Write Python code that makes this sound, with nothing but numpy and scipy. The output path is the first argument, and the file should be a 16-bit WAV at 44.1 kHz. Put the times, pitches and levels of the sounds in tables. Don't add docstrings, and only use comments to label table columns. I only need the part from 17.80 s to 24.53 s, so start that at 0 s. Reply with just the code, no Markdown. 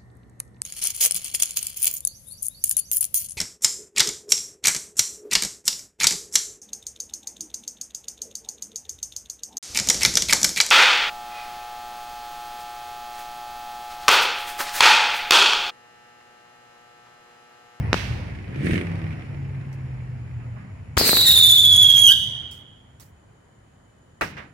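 import sys
import numpy as np
from scipy import signal
from scipy.io import wavfile
from scipy.ndimage import uniform_filter1d

SR = 44100
rng = np.random.default_rng(int(sys.argv[2]) if len(sys.argv) > 2 else 0)


def dump(signal):
    limited = np.clip(np.atleast_2d(signal).T, -1, 1)
    pcm = np.round(limited * 32767).astype(np.int16)
    wavfile.write(sys.argv[1], SR, pcm)


N = 296793
T = np.arange(N) / SR
LIT_S, OUT_S = 3.178, 4.328


def gain_of(db):
    return 10 ** (np.asarray(db) / 20)


def evened(x):
    return x / np.sqrt(np.mean(x ** 2) + 1e-20)


def read(points, hz):
    f, value = np.transpose(points)
    return np.interp(np.log(hz + 1), np.log(f + 1), value)


def columns(rows, t):
    s, *rest = np.transpose(rows)
    return [np.interp(t, s, c) for c in rest]


def gate(start, end, edge):
    return np.clip(np.minimum(T - start, end - T) / edge + .5, 0, 1)


def add(mix, s, sound, pan_db, lag=0):
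    pair = sound * gain_of([[pan_db / 2], [-pan_db / 2]])
    for channel, side, late in zip(mix, pair, (max(lag, 0), max(-lag, 0))):
        part = channel[round(s * SR) + late:][:len(side)]
        part += side[:len(part)]


def resonate(x, hz, width):
    turn = np.exp(2j * np.pi * hz * np.arange(x.shape[-1]) / SR)
    r = np.exp(-np.pi * width / SR)
    return 2 * (turn * signal.lfilter([1 - r], [1, -r], x / turn)).real


def wander(count, size):
    return evened(uniform_filter1d(uniform_filter1d(rng.standard_normal(count), size), size))


def noise(count, size, shape_db, patchy_db, lag=0):
    # f/Hz, likeness (1 = identical)
    likeness = [(60, 0.97), (180, 0.98), (550, 0.013), (16000, 0.19)]
    hop = size // 4
    frames, hz = count // hop + 5, np.fft.rfftfreq(size, 1 / SR)[:, None]
    a, b, c, d, patches = rng.standard_normal((frames, len(hz), 5)).T
    patches = evened(uniform_filter1d(uniform_filter1d(patches, 4, 0), 8, 1))
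    same = np.clip(read(likeness, hz), -1, 1)
    right = a + 1j * b
    shared = same * right * np.exp(-2j * np.pi * hz * lag / SR)
    left = shared + np.sqrt(1 - same ** 2) * (c + 1j * d)
    level_db = shape_db(hz, np.arange(frames) * hop / SR) + patchy_db * patches
    z = np.array([left, right]) * gain_of(level_db)
    return signal.istft(z, nperseg=size, noverlap=size - hop)[1][:, :count]


def street():
    # t/s, rumble/dB, tyre hiss/dB
    traffic = [(0, -24.5, -39), (.3, -28, -39), (.65, -33, -47.5), (1.1, -34.5, -40), (1.6, -35, -47.5),
               (3.1, -37.5, -53), (3.6, -33, -70), (4.3, -34.5, -50.5), (4.6, -44.5, -49), (5, -54, -63),
               (6.73, -61.5, -69.5)]
    # f/Hz, level per Hz/dB
    rumble_colour = [(20, -27), (50, -8), (75, -0.5), (110, 4), (170, -9), (260, -16), (500, -74.5)]
    # f/Hz, level per Hz/dB
    hiss_colour = [(260, -11), (800, -14), (1240, -19.5), (2000, -17), (2600, -20.5), (3500, -38.5),
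                   (5600, -36), (7000, -70), (9300, -41.5), (11500, -57.5), (16000, -57.5)]
    # f/Hz, level per Hz/dB
    night_colour = [(18, -27), (30, -1.5), (88, -5.5), (1910, -23.5), (2750, -49.5), (3060, -33),
                    (6050, -41.5), (6900, -35), (16000, -58.5)]
    # f/Hz, width/Hz, level/dB
    insect_bands = [(3013, 160, -76), (6850, 200, -76), (9730, 1900, -81)]
    night_db = -56
    rumble_db, hiss_db = columns(traffic, T)
    rumble = evened(noise(N, 4096, lambda hz, s: read(rumble_colour, hz), patchy_db=2, lag=18))
    hiss = evened(noise(N, 1024, lambda hz, s: read(hiss_colour, hz), patchy_db=2.0))
    night = evened(noise(N, 2048, lambda hz, s: read(night_colour, hz), patchy_db=0.0))
    air = rng.standard_normal((2, N))
    out = gain_of(rumble_db) * rumble + gain_of(hiss_db) * hiss + gain_of(night_db) * night
    for hz, width, db in insect_bands:
        out += gain_of(db) * evened(resonate(resonate(air, hz, width), hz, width))
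    return out


def motorbike():
    # t/s, firing rate/Hz
    revs = [(0, 59.94), (.68, 55.23), (.88, 80.67), (1.02, 86.06), (1.2, 82.64), (1.53, 70.18),
            (2.72, 58.55)]
    # start/s, end/s, level/dB, level change/(dB/s)
    throttle = [(0.16, 0.41, -30, -25), (0.739, 1.376, -27, -10), (1.483, 2.775, -33, -0.5)]
    # f/Hz, width/Hz, level/dB
    exhaust = [(325, 94, -7.5), (1990, 1090, -5.5), (4882, 4300, -27), (9030, 1500, -25.5),
               (14600, 3200, -38)]
    # start/s, end/s
    in_view = (0.802, 1.011)
    throttle_edge_s, screen_db = 0.083, -10
    pass_s, pass_db, closest_m, speed_m_per_s = 0.97, -25, 2.86, 17
    gone_s = 2.9
    fourth_db = -10
    hz, = columns(revs, T)
    away = (T - pass_s) * speed_m_per_s / closest_m
    near_db = pass_db - 10 * np.log10(1 + away ** 2) - 200 * np.maximum(T - gone_s, 0)
    near_db = near_db + screen_db * (1 - gate(*in_view, 0.13))
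    pull = np.zeros(N)
    for start, end, db, fading in throttle:
        level_db = db + fading * np.clip(T - start, 0, end - start)
        pull += gate(start, end, throttle_edge_s) * gain_of(level_db)
    turns = np.cumsum(hz * (1 + .012 * wander(N, size=900))) / SR
    note = np.sqrt(2) * np.sin(4 * np.pi * turns) * pull * gain_of(1.0 * wander(N, size=1500))
    note += np.sin(8 * np.pi * turns) * gain_of(near_db + fourth_db)
    turns = turns + .11 * wander(N, size=300)
    firing, since = turns.astype(int), turns % 1
    strength = 0.7 + rng.random(N)[firing] ** 2
    thuds = -evened(resonate(strength * np.exp(-((since - .15) / 0.048) ** 2), 167, 180))
    out = np.zeros((2, N))
    add(out, 0, note + gain_of(near_db + 1.5) * thuds, 0, lag=18)
    for f, width, db in exhaust:
        gust = 1.53 * rng.random(N)[firing] ** 3
        puffs = (0.3 + gust * np.exp(-since / 0.34)) * rng.standard_normal((2, N))
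        air_db = (near_db - near_db.max()) * f / 13000.
        rush = evened(resonate(resonate(puffs, f, width), f, width))
        add(out, 0, gain_of(near_db + db + air_db) * rush, -4.)
    return out


def drones():
    # start/s, end/s, f/Hz, level/dB
    hums = [(0, 0.226, 100, -33), (1.043, 1.3, 94.8, -32)]
    out = np.zeros((2, N))
    for start, end, hz, db in hums:
        hum = np.sqrt(2) * gate(start, end, 0.13) * np.sin(2 * np.pi * hz * T)
        add(out, 0, gain_of(db) * hum, 0, lag=18)
    return out


def blasts():
    # t/s, peak before the air dulls it/dB, pulse width/ms, left-right/dB
    bangs = [(0.1299, -0.5, 0.12, -4), (0.1425, -8, 0.17, 7.5), (3.1756, -5, 0.12, 13.5),
             (3.2116, -11, 0.33, 10), (3.293, -5.5, 0.088, -5), (3.3309, -11, 0.22, 9.5),
             (3.3698, -9, 0.093, 7.5), (6.4196, -15.5, 0.13, 4)]
    scatter_db, scatter_ms = -2.5, 0.78
    lift_s, lift_db, lift_ms = 3.1716, -8.5, 1.56
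    out, t = np.zeros((2, N)), np.arange(400) / SR
    air = signal.butter(4, 6200, fs=SR, output="sos")
    chance = rng.standard_normal((len(bangs) + 1, 2, len(t)))
    for (s, db, ms, pan_db), bounces in zip(bangs, chance):
        u = t * 1000 / ms - 3
        pulse = -u * np.exp(.5 - u ** 2 / 2)
        after = np.maximum(t * 1000 - 4 * ms, 0) / scatter_ms
        rough = resonate(bounces, 1000 / ms * 0.38, 2300.0) * 2.8 - 1.2
        cluster = after * np.exp(-after ** 2) * rough
        add(out, s, gain_of(db) * signal.sosfilt(air, pulse + gain_of(scatter_db) * cluster), pan_db)
    u = (t - t.mean()) * 1000 / lift_ms
    rough = 1 + 1.33 * resonate(chance[-1], 810.0, 1640.0)
    add(out, lift_s - t.mean(), gain_of(lift_db) * np.exp(-u ** 2 / 2) * rough, 0)
    return out


def rolls():
    # t/s, level/dB, rise/s, length and time of the common 60 dB fade/s,
    # treble shelf/dB, left-right/dB
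    crowds = [(0.134, -31.5, 0.072, 1.66, 4, -7.5), (2.6, -56, 0.0068, 1.05, -33, -9),
              (2.76, -47, 0.11, 0.82, -26, -6), (3.178, -26.5, 0.15, 1.7, -2.5, -1),
              (6.41, -16, 0.033, 0.23, -18, -1.5), (6.438, -34.5, 0.28, 0.8, -5.5, -6.5),
              (6.568, -36, 0.026, 0.57, -12.5, -5)]
    # f/Hz, level per Hz/dB
    colour = [(60, -53), (250, -17.5), (1000, -17.5), (2000, -11), (2600, -13), (3400, -19), (5900, -25.5),
              (7200, -34.5), (16000, -46)]
    out = np.zeros((2, N))
    for s, db, rise, t60, shelf_db, pan_db in crowds:
        t = np.arange(round(t60 * SR)) / SR

        def field(hz, s):
            shelf = shelf_db * hz ** 4 / (hz ** 4 + 2730.0 ** 4)
            extra_fade = 60 * s / t60 * (hz / 4600.0) ** 0.26
            return read(colour, hz) + shelf - extra_fade

        crowd = noise(len(t), 256, field, patchy_db=0.5)
        crowd /= np.std(crowd[:, :len(t) // 10])
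        add(out, s, gain_of(db - 60 * t / t60) * np.minimum(0.49 + t / rise, 1) * crowd, pan_db)
    return out


def spits():
    # t/s, level/dB, duration/s, approximate brightness/(dB/octave)
    sprays = [(1.929, -56.5, 0.016, -1), (4.712, -48, 0.1, 3), (5.1985, -52.5, 0.0028, -1),
              (5.2045, -50.5, 0.1, 6), (5.2078, -51, 0.025, -3), (6.4116, -37, .1, -1.5)]
    # f/Hz, level per Hz/dB
    colour = [(100, 16), (3000, 5.5), (5400, 11.5), (16000, 1.5)]
    out = np.zeros((2, N))
    for s, db, lasts, bright_db in sprays:
        t = np.arange(round((lasts + 0.079) * SR)) / SR
        field = lambda hz, s: read(colour, hz) + bright_db * np.log2(hz + 2000.)
        spray = evened(noise(len(t), 256, field, patchy_db=3))
        shape_db = 5.7 * np.exp(-t / 0.002) - 190 * t - 600 * np.maximum(t - lasts, 0)
        add(out, s, gain_of(db + shape_db) * spray, -4.5)
    return out


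def screech(age, glide_hz):
    base_hz, half_width_hz = 3480, 520
    level_db, until_s, fade_db_per_s = -22.5, .24, -24
    low = signal.butter(4, half_width_hz, fs=SR, output="sos")
    a, b = signal.sosfilt(low, rng.standard_normal((2, 2, len(age))))
    turn = np.exp(2j * np.pi * np.cumsum(base_hz + glide_hz) / SR)
    rasp = evened(((a + 1j * b) * turn).real)
    return rasp * gain_of(level_db + fade_db_per_s * np.maximum(age - until_s, 0))


def whistle():
    # t/s, overtones at the top of the arch that follows/dB
    swings = [(3.223, -12), (3.261, 0), (3.311, -12), (3.367, -5), (3.408, -11), (3.473, 2), (3.513, -7),
              (3.564, 1), (3.591, -11), (3.637, -2), (3.66, -7), (3.701, -2), (3.72, -8), (3.782, -9),
              (3.856, -12), (3.928, -8), (3.963, -3), (4.044, -9), (4.103, -13), (4.165, 0), (4.262, 0)]
    # multiple of its pitch, level/dB
    overtones = [(2, -3), (3, 2), (4, 6)]
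    # t/s, level of each sine/dB, half-width/s
    flutters = [(3.48, -35, .035), (4.312, -31, .022)]
    # delay/ms, level/dB, left-right/dB
    slaps = [(12.5, -4, -3), (37, -15, -5), (81, -19, 2)]
    settled_hz, sag_hz, sag_s, extra_hz, settle_s = 3045, 880, .6, 790, .08
    arch_hz_per_s, longest_arch_s, calming_s = 9300, .056, .72
    gasp_s, gasp_hz, gasp_fall_s, gasp_db, flick_hz = 4.284, 350, .012, 5, 800
    full_db, weak_db, grow_s = -9, -15.5, 0.23
    hoarse_db, hoarse_s, lock_s = 25, .2, .17
    beam_db, beam_db_per_s, beam_from_s = -21, -.5, 3.25
    jet_db, jet_db_per_s = -27, -7
    air_db_per_s = -7.5
    pan_db_start, pan_db_per_s = 1.5, -7

    s, turned_db = np.transpose([(LIT_S, 0), *swings, (OUT_S, 0)])
    t = np.arange(LIT_S, OUT_S, 1 / SR)
    age = t - LIT_S
    swing = np.interp(t, s, np.arange(len(s)))
    which = swing.astype(int)
    arch = np.sin(np.pi * (swing % 1))
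    turned = turned_db[which] * arch
    length = np.minimum(np.diff(s, append=OUT_S), longest_arch_s)
    rise = arch_hz_per_s * length * np.exp(-(s - LIT_S) / calming_s)
    gasp_at = [gasp_s - gasp_fall_s, gasp_s, gasp_s + gasp_fall_s, OUT_S - gasp_fall_s]
    gasp = np.interp(t, gasp_at, [0, 1, 1, 0])
    sag = sag_hz * np.exp(-age / sag_s)
    drop = extra_hz * np.exp(-age / settle_s)
    hz = settled_hz + sag + drop + rise[which] * arch - gasp_hz * gasp
    hz += flick_hz * np.maximum(1 - 2 * (OUT_S - t) / gasp_fall_s, 0)
    phase = 2 * np.pi * np.cumsum(hz * (1 + .003 * wander(len(t), size=90))) / SR

    note_db = full_db + weak_db * np.exp(-(age / grow_s) ** 2) + 0.32 * turned
    fuzz = wander(len(t), size=60) + 1j * wander(len(t), size=60)
    fuzz = gain_of(-26 + hoarse_db * np.exp(-age / hoarse_s)) * fuzz
    note = gain_of(note_db) * ((np.minimum(age / lock_s, 1) + fuzz) * np.exp(1j * phase)).real
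    half = sum(gain_of(db) * np.exp(-((t - at) / lasts) ** 2) for at, db, lasts in flutters)
    half = half * (1 + .4 * wander(len(t), size=80))
    note += half * sum(np.sin(k * phase / 2) for k in (1, 3, 5))

    over_db = beam_db + beam_db_per_s * age - 900 * np.maximum(beam_from_s - t, 0) + turned
    over_db = over_db + gasp_db * np.exp(-((t - gasp_s) / gasp_fall_s + 1) ** 2)
    beam = np.zeros(len(t))
    for k, db in overtones:
        unsteady_db = 3.5 * wander(len(t), size=300)
        top_db = -.012 * np.maximum(k * hz - 14800, 0)
        air_db = air_db_per_s * age * (k * hz / 1e4) ** 2
        beam += gain_of(over_db + db + unsteady_db + top_db + air_db) * np.sin(k * phase)
    beam *= 1 + .55 * wander(len(t), size=30)

    def jet_field(hz, s):
        return 40 * np.log10((hz + 1) / (hz + 350.)) + air_db_per_s * s * (hz / 1e4) ** 2

    jet = evened(noise(len(t), 256, jet_field, patchy_db=3))
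    jet *= gain_of(jet_db + jet_db_per_s * age + .35 * turned + 1.8 * wander(len(t), size=500))
    rasp = screech(age, sag + .5 * drop)

    out, edges = np.zeros((2, N)), signal.windows.tukey(len(t), .006)
    sides = edges * gain_of(np.outer([.5, -.5], pan_db_start + pan_db_per_s * age))
    add(out, LIT_S, note * sides, 0, lag=-2)
    add(out, LIT_S, (beam + jet + rasp) * sides, 0, lag=-1)
    slapped = (note + .4 * beam + jet) * edges
    for ms, db, pan_db in slaps:
        add(out, LIT_S + ms / 1000, gain_of(db) * slapped, pan_db, lag=-3)
    return out


def houses(x):
    # f/Hz, time to fall 60 dB/s
    dying_times = [(500, 0.35), (3400, 0.96), (12000, 0.46)]
    # f/Hz, level/dB
    returned = [(1700, -8), (3400, 1.6), (12000, -2)]
    taps, size = np.zeros((2, 2 * SR)), 20
    at = np.arange(400, 2 * SR - size, size)
    at = at + rng.integers(0, size, (2, len(at)))
    np.put_along_axis(taps, at, rng.choice([-1., 1.], at.shape), 1)
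    hz, t, z = signal.stft(taps, SR, nperseg=256)
    dying = gain_of(-60 * t / read(dying_times, hz)[:, None])
    tail = signal.istft(z * gain_of(read(returned, hz)[:, None]) * dying, SR, nperseg=256)[1]
    tail[1] = .5 * tail[0] + .95 * tail[1]
    return signal.fftconvolve(x, tail / np.linalg.norm(tail[0]), axes=1)[:, :N]


def booms():
    # t/s, level/dB, f/Hz, width/Hz, time to fall 60 dB/s
    low_rolls = [(3.185, -27, 294.6, 500, 1.22), (6.419, -38, 115, 199, 1.1)]
    out = np.zeros((2, N))
    for s, db, hz, width, t60 in low_rolls:
        t = np.arange(round(t60 * SR)) / SR
        dull = evened(resonate(resonate(rng.standard_normal(len(t)), hz, width), hz, width))
        add(out, s, gain_of(db - 60 * t / t60) * np.minimum(t / 0.017, 1) * dull, 2.5)
    return out


def scene():
    echo_db, low_echo_db, low_s = -12.5, 5, 0.32
    star = whistle()
    sent_db = echo_db + low_echo_db * np.exp(-abs(T - LIT_S) / low_s)
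    echo = houses(star * gain_of(sent_db))
    return star + echo + blasts() + rolls() + booms() + spits() + motorbike() + drones() + street()


def record(dry):
    edge_hz = 16200
    thin = signal.sosfilt(signal.butter(2, 48, "high", fs=SR, output="sos"), dry)
    band_limit = signal.firwin(511, edge_hz, window=("kaiser", 9), fs=SR)
    return signal.oaconvolve(np.tanh(thin), band_limit[None], "same")


dry = scene()
out = record(dry)
dump(out)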